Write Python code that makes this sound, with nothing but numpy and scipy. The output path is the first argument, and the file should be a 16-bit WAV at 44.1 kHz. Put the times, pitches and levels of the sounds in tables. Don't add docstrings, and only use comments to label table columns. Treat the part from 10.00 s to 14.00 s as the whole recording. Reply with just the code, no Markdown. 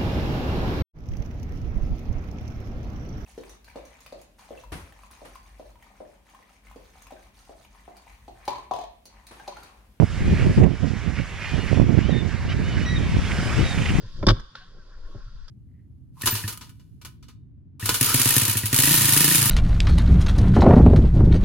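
import sys
import numpy as np
from scipy import signal
from scipy.io import wavfile
from scipy.ndimage import uniform_filter1d

SR = 44100
rng = np.random.default_rng(int(sys.argv[2]) if len(sys.argv) > 2 else 0)


def wav_record(signal):
    frames = np.transpose(np.atleast_2d(signal))
    bounded = np.clip(frames, -1, 1)
    quanta = np.round(bounded * 32767).astype(np.int16)
    wavfile.write(sys.argv[1], SR, quanta)


N = 176400
TIME = np.arange(N) / SR


def from_db(db):
    return 10 ** (np.asarray(db) / 20)


def rms_one(x):
    return x / np.sqrt(np.mean(x ** 2) + 1e-20)


def in_time(rows):
    return np.interp(TIME, *np.transpose(rows))


def at_hz(points, hz):
    freqs, values = np.transpose(points)
    return np.interp(np.log(hz), np.log(freqs), values)


def drift(rate):
    step, warm_up = 40, 2000
    pole = np.exp(-2 * np.pi * step * rate / SR)
    white = rng.standard_normal(N // step + warm_up + 2)
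    slow = signal.lfilter([1], [1, -2 * pole, pole * pole], white)[warm_up:]
    return np.interp(np.arange(N) / step, np.arange(len(slow)), rms_one(slow))


def bands(spectrum):
    edges = 18 * 2 ** (np.arange(31) / 3)
    centres = np.sqrt(edges[1:] * edges[:-1])
    inside = (centres > spectrum[0][0] * .7) & (centres < spectrum[-1][0] * 1.2)
    power = from_db(at_hz(spectrum, centres)) ** 2 * centres * inside
    white = rng.standard_normal((2, 2, N))
    for k in np.flatnonzero(inside):
        band = signal.butter(2, edges[k:k + 2], "band", fs=SR, output="sos")
        padded = np.hstack([white[k % 2, :, -SR // 4:], white[k % 2]])
        noise = signal.sosfilt(band, padded)[:, -N:]
        yield centres[k], rms_one(noise) * np.sqrt(power[k] / power.sum())


# time in seconds, relative level in dB.
GUSTS_LEFT = [(0.12, -35.5), (0.31, -16), (0.4, -26), (0.51, -17), (0.55, -39), (0.58, -14), (0.73, -41),
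              (1.75, -37.5), (1.84, -26), (1.9, -34), (2.36, -43), (2.41, -28.5), (3.08, -25),
              (3.15, -16.5), (3.22, -27), (3.53, -23.5), (3.61, -12.5), (3.71, -33), (4.0, -17)]
GUSTS_RIGHT = [(0.0, -9.5), (0.04, -13.5), (0.07, -32.5), (0.12, -24.5), (0.34, -14.5), (0.37, -21.5),
               (0.46, -11.5), (0.55, -24.5), (0.58, -14.5), (0.63, -7), (0.79, -33), (0.84, -15.5),
               (1.03, -29), (1.08, -18.5), (1.17, -29), (1.2, -20.5), (1.27, -36.5), (1.51, -32),
               (1.54, -17.5), (1.68, -26.5), (1.74, -14), (1.92, -16.5), (1.93, -12), (2.07, -20.5),
               (2.1, -15), (2.2, -19), (2.48, -26), (2.59, -19), (2.75, -24.5), (2.78, -16), (2.87, -25.5),
               (3.01, -19.5), (3.11, -27), (3.17, -15.5), (3.2, -25), (3.73, -26.5), (3.81, -15.5),
               (3.86, -34), (3.89, -22), (4.0, -25)]
# frequency in Hz, relative level in dB.
RUMBLE_SPECTRUM = [(25, -9.5), (50, -1.5), (85, 2.5), (170, -3.5), (300, -14), (500, -25.5), (800, -37.5),
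                   (1400, -57)]

def wind():
    middling_gust_db, eddy_db, eddies_per_s = -19.5, 2.5, 64.6
    gust_db = np.array([in_time(gusts) + eddy_db * drift(eddies_per_s)
                        for gusts in (GUSTS_LEFT, GUSTS_RIGHT)])
    rumble = 0
    for hz, noise in bands(RUMBLE_SPECTRUM):
        octaves_up = max(np.log2(hz / 59), 0)
        rumble += noise * from_db(0.3 * octaves_up * (gust_db - middling_gust_db))
    level = np.sqrt(uniform_filter1d(rumble ** 2, size=2200, axis=1) + 1e-9)
    return rumble / level * from_db(gust_db + 1)


# frequency in Hz, likeness (1 or more is alike, 0 is unrelated).
PORT_LIKENESS = [(2500, 4), (5000, 0.53), (8000, -0.5), (12000, 1.5)]
# frequency in Hz, left minus right in dB.
PORT_BALANCE = [(1100, 0), (2100, -7), (4000, -1.5), (8000, -1)]

def distant_noise(spectrum, flicker_db):
    out, sides = 0, np.array([[1], [-1]])
    for hz, (shared, spread) in bands(spectrum):
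        alike = np.clip(at_hz(PORT_LIKENESS, hz), -1, 1)
        pair = np.sqrt((1 + alike) / 2) * shared + np.sqrt((1 - alike) / 2) * spread * sides
        balance = from_db(sides * at_hz(PORT_BALANCE, hz) / 2)
        out += pair * balance * from_db(flicker_db * drift(12.6))
    return out


# time in seconds, relative level in dB.
BACKGROUND_LEVEL = [(0, -3), (.27, 0.5), (.59, 0), (.65, -7), (.88, -1), (1.3, -2.5), (1.45, 0.5),
                    (1.77, 1.5), (1.83, -3), (2.95, 1), (3.17, 2.5), (3.3, 5), (3.6, 7), (4, 4.5)]
HISS_LEVEL = [(0, -57.5), (.3, -54.5), (.59, -53.5), (.65, -65.5), (1.75, -54), (1.84, -63.5), (2.6, -60.5),
              (3.15, -55), (3.35, -47), (4, -48)]
# frequency in Hz, relative level in dB.
WASH_SPECTRUM = [(100, 0.5), (750, -2), (1900, 0.5), (2800, -5.5), (3700, -10.5), (5200, -12.5),
                 (6600, -15), (10000, -37), (13000, -43), (15000, -59)]
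HISS_SPECTRUM = [(3000, -10), (5500, 0), (8000, 3.5), (11000, -8), (15000, -35)]

def sea():
    wash = from_db(in_time(BACKGROUND_LEVEL) - 39) * distant_noise(WASH_SPECTRUM, flicker_db=2)
    hiss = from_db(in_time(HISS_LEVEL)) * distant_noise(HISS_SPECTRUM, flicker_db=.7)
    return wash + hiss


VOICE_WOBBLES_PER_S, SHIMMER_DB = 70, 1.2
GULL_PAN = from_db([[-1.5], [1.5]])

def gull_note(t, length, pitch_hz, harmonics_db, shimmer):
    attack_s, release_s = 0.007, 0.0039
    phase = 2 * np.pi * np.cumsum(pitch_hz) / SR
    tone = sum(from_db(db) * np.sin(k * phase) for k, db in enumerate(harmonics_db, 1))
    fade = np.clip(np.minimum(t / attack_s, (length - t) / release_s), 0, 1)
    return tone * fade * from_db(SHIMMER_DB * shimmer)


def gull_calls(rows, harmonics_db, jitter_depth):
    out = np.zeros(N)
    jitter, shimmer = drift(VOICE_WOBBLES_PER_S), drift(VOICE_WOBBLES_PER_S)
    for start, length, db, *pitches in rows:
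        first, t = int(start * SR), TIME[:int(length * SR)]
        now = (first + np.arange(len(t))) % N
        arc_hz = np.polyval(np.polyfit([0, .5, 1], pitches, 2), t / length)
        pitch_hz = arc_hz * (1 + jitter_depth * jitter[now])
        note = from_db(db) * gull_note(t, length, pitch_hz, harmonics_db, shimmer[now])
        out[first:first + len(t)] += note[:N - first]
    return out


def cliff_echo(sound):
    build_s, die_away_s = 0.034, 0.49
    t = TIME[:SR]
    tails = rng.standard_normal((2, SR)) * from_db(-60 * t / die_away_s) * (1 - np.exp(-t / build_s))
    return signal.fftconvolve(sound[None], rms_one(tails) / np.sqrt(SR), axes=1)[:, :N]


FAR_LENGTH_S, FAR_GLIDE, FAR_JITTER = .12, .07, .01567
# a harmonic's relative level in dB, lowest harmonic first.
FAR_HARMONICS_DB = [-12.5, -14, -3, -5.5, -18, -25, -15, -19]

def far_colony(calls_per_s=40):
    rows = []
    for when, long, loud, high, *arc in rng.uniform(-1, 1, (300, 7))[:int(calls_per_s * N / SR)]:
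        start = (when + 1) / 2 * N / SR
        pitches_hz = 676.7 * 2 ** (.35 * high) * (1 + FAR_GLIDE * np.array(arc))
        rows.append((start, FAR_LENGTH_S * (1 + long / 2), -51.5 + 2.5 * loud, *pitches_hz))
    calls = gull_calls(rows, FAR_HARMONICS_DB, FAR_JITTER)
    middle_echo, side_echo = cliff_echo(calls)
    murmur = calls + middle_echo + from_db(-2.5) * side_echo * [[1], [-1]]
    return murmur * GULL_PAN * from_db(in_time(BACKGROUND_LEVEL))


def far_shrill_cries(calls_per_s=12):
    rows = []
    for when, high, *arc in rng.uniform(-1, 1, (int(calls_per_s * N / SR), 5)):
        start = (when + 1) / 2 * N / SR
        pitches_hz = 5175 * (1 + FAR_GLIDE * (high + np.array(arc) / 2))
        rows.append((start, FAR_LENGTH_S, 2.5, *pitches_hz))
    calls = gull_calls(rows, harmonics_db=[0], jitter_depth=FAR_JITTER)
    return (calls + cliff_echo(calls)) / 2 * from_db(in_time(HISS_LEVEL))


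# time in seconds, peak in dB before overload,
# a quarter of the push's length in seconds, port (0 is left, 1 is right).
BUFFETS = [(.024, -5.5, 0.00026, 1), (0.6, -2, 0.00089, 1), (0.617, -3.5, 0.00038, 1),
           (1.729, -4.5, 0.00038, 1), (1.8, 8, 0.00066, 1), (2.095, -4, 0.00037, 1),
           (3.611, -3, 0.00067, 0)]

def buffets():
    out = np.zeros((2, N))
    for peak_s, db, width_s, port in BUFFETS:
        from_peak = np.minimum(((TIME - peak_s) / (2 * width_s)) ** 2, 50)
        out[int(port)] += from_db(db) * (1 - from_peak) * np.exp(-from_peak)
    return out


def swells(rows):
    return sum(from_db(db) / (1 + (2 * (TIME - peak_s) / length) ** 4) for peak_s, length, db in rows)


# time of the peak in seconds, length in seconds, relative level in dB.
SPLASHES = [(0.405, 0.075, -31), (1.185, 0.074, -35.5), (1.448, 0.12, -35), (1.702, 0.044, -32.5),
            (1.991, 0.042, -34.5), (2.518, 0.038, -32.5), (2.8, 0.065, -33.5)]
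# frequency in Hz, relative level in dB.
SPLASH_SPECTRUM = [(700, -16), (1300, -2), (1900, 4), (2500, 3), (3100, -17), (3800, -14.5), (5200, -15),
                   (9000, -45)]

def splashes():
    grain_db, grains_per_s = 2.2, 130
    grain = rms_one(from_db(grain_db * drift(grains_per_s)))
    return swells(SPLASHES) * grain * distant_noise(SPLASH_SPECTRUM, flicker_db=2) * from_db(-3)


# time of the peak in seconds, length in seconds, level in dB.
CLUCKS = [(.641, .011, -32), (3.318, .011, -30), (3.785, .018, -35), (3.825, .02, -33),
          (3.862, .012, -27.5), (3.897, .025, -32.5)]
# frequency in Hz, relative level in dB.
THROAT_SPECTRUM = [(1400, -17.5), (2450, 0), (3600, -29.5), (6000, -24.5)]

def clucks():
    puff_db, puffs_per_s = 5, 270
    puffs = rms_one(from_db(puff_db * np.sin(2 * np.pi * puffs_per_s * TIME)))
    return swells(CLUCKS) * puffs * distant_noise(THROAT_SPECTRUM, flicker_db=SHIMMER_DB)


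# start in seconds, length in seconds, level in dB,
# then the pitch in Hz at the start, middle and end.
WAILS = [(1.405, .15, -39, 616, 610, 616), (1.575, .075, -40.5, 735, 710, 738),
         (2.02, .083, -43, 690, 756, 800), (2.485, .053, -40, 680, 762, 760),
         (2.64, .14, -42, 728, 750, 722), (2.80, .058, -40, 724, 730, 780),
         (3.243, .047, -41, 675, 790, 860), (3.585, .04, -35.5, 728, 738, 748)]
# a harmonic's relative level in dB, lowest harmonic first.
WAIL_HARMONICS_DB = [-25, -18, -9, 0, -9, -12, -17, -18]

def wails():
    return gull_calls(WAILS, WAIL_HARMONICS_DB, jitter_depth=.006)


# time in seconds, pitch in Hz, levels of harmonics 1, 2 and 3 in dB.
HIGH_CRIES = [
    [(2.1, 1970, -42, -43, -62), (2.135, 1808, -40, -40, -60), (2.18, 1822, -42, -37.5, -60),
     (2.22, 1768, -54, -40, -62)],
    [(2.854, 1945, -33, -42, -41), (2.878, 1908, -32, -40, -41), (2.908, 1945, -32, -35, -48),
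     (2.942, 1920, -33, -46, -50), (2.968, 1870, -37, -30, -57), (2.983, 1795, -44, -39, -57)],
    [(3.63, 1928, -42, -39, -56), (3.72, 1858, -45, -35.5, -57), (3.74, 1790, -50, -38, -60)],
]

def high_cries(glide_s=.008):
    out = np.zeros(N)
    jitter, shimmer = drift(VOICE_WOBBLES_PER_S), drift(VOICE_WOBBLES_PER_S)
    for cry in HIGH_CRIES:
        times, *columns = np.transpose(cry)
        start, end = times[0], times[-1]
        now = (TIME >= start) & (TIME < end)
        curves = [np.interp(TIME[now], times, column) for column in columns]
        pitch_hz, *harmonics_db = uniform_filter1d(curves, size=int(glide_s * SR), mode="nearest")
        pitch_hz = pitch_hz * (1 + .003 * jitter[now])
        out[now] += gull_note(TIME[now] - start, end - start, pitch_hz, harmonics_db, shimmer[now])
    return out


def scene():
    distant = sea() + splashes() + clucks()
    near_gulls = high_cries() + wails()
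    distant += near_gulls * GULL_PAN + from_db(-11) * cliff_echo(near_gulls)
    left, right = distant + far_colony() + far_shrill_cries()
    left = np.append(0, left[:-1])
    pressure = wind() + buffets()
    overloaded = pressure / (1 + pressure ** 4) ** .25
    muffled_wind = signal.sosfilt(signal.butter(2, 1980, fs=SR, output="sos"), overloaded)
    return np.array([left, right]) + muffled_wind


def record(dry):
    cutoff_hz = 16000
    return signal.sosfilt(signal.cheby2(12, 70, cutoff_hz, fs=SR, output="sos"), dry)


dry = scene()
out = record(dry)
wav_record(out)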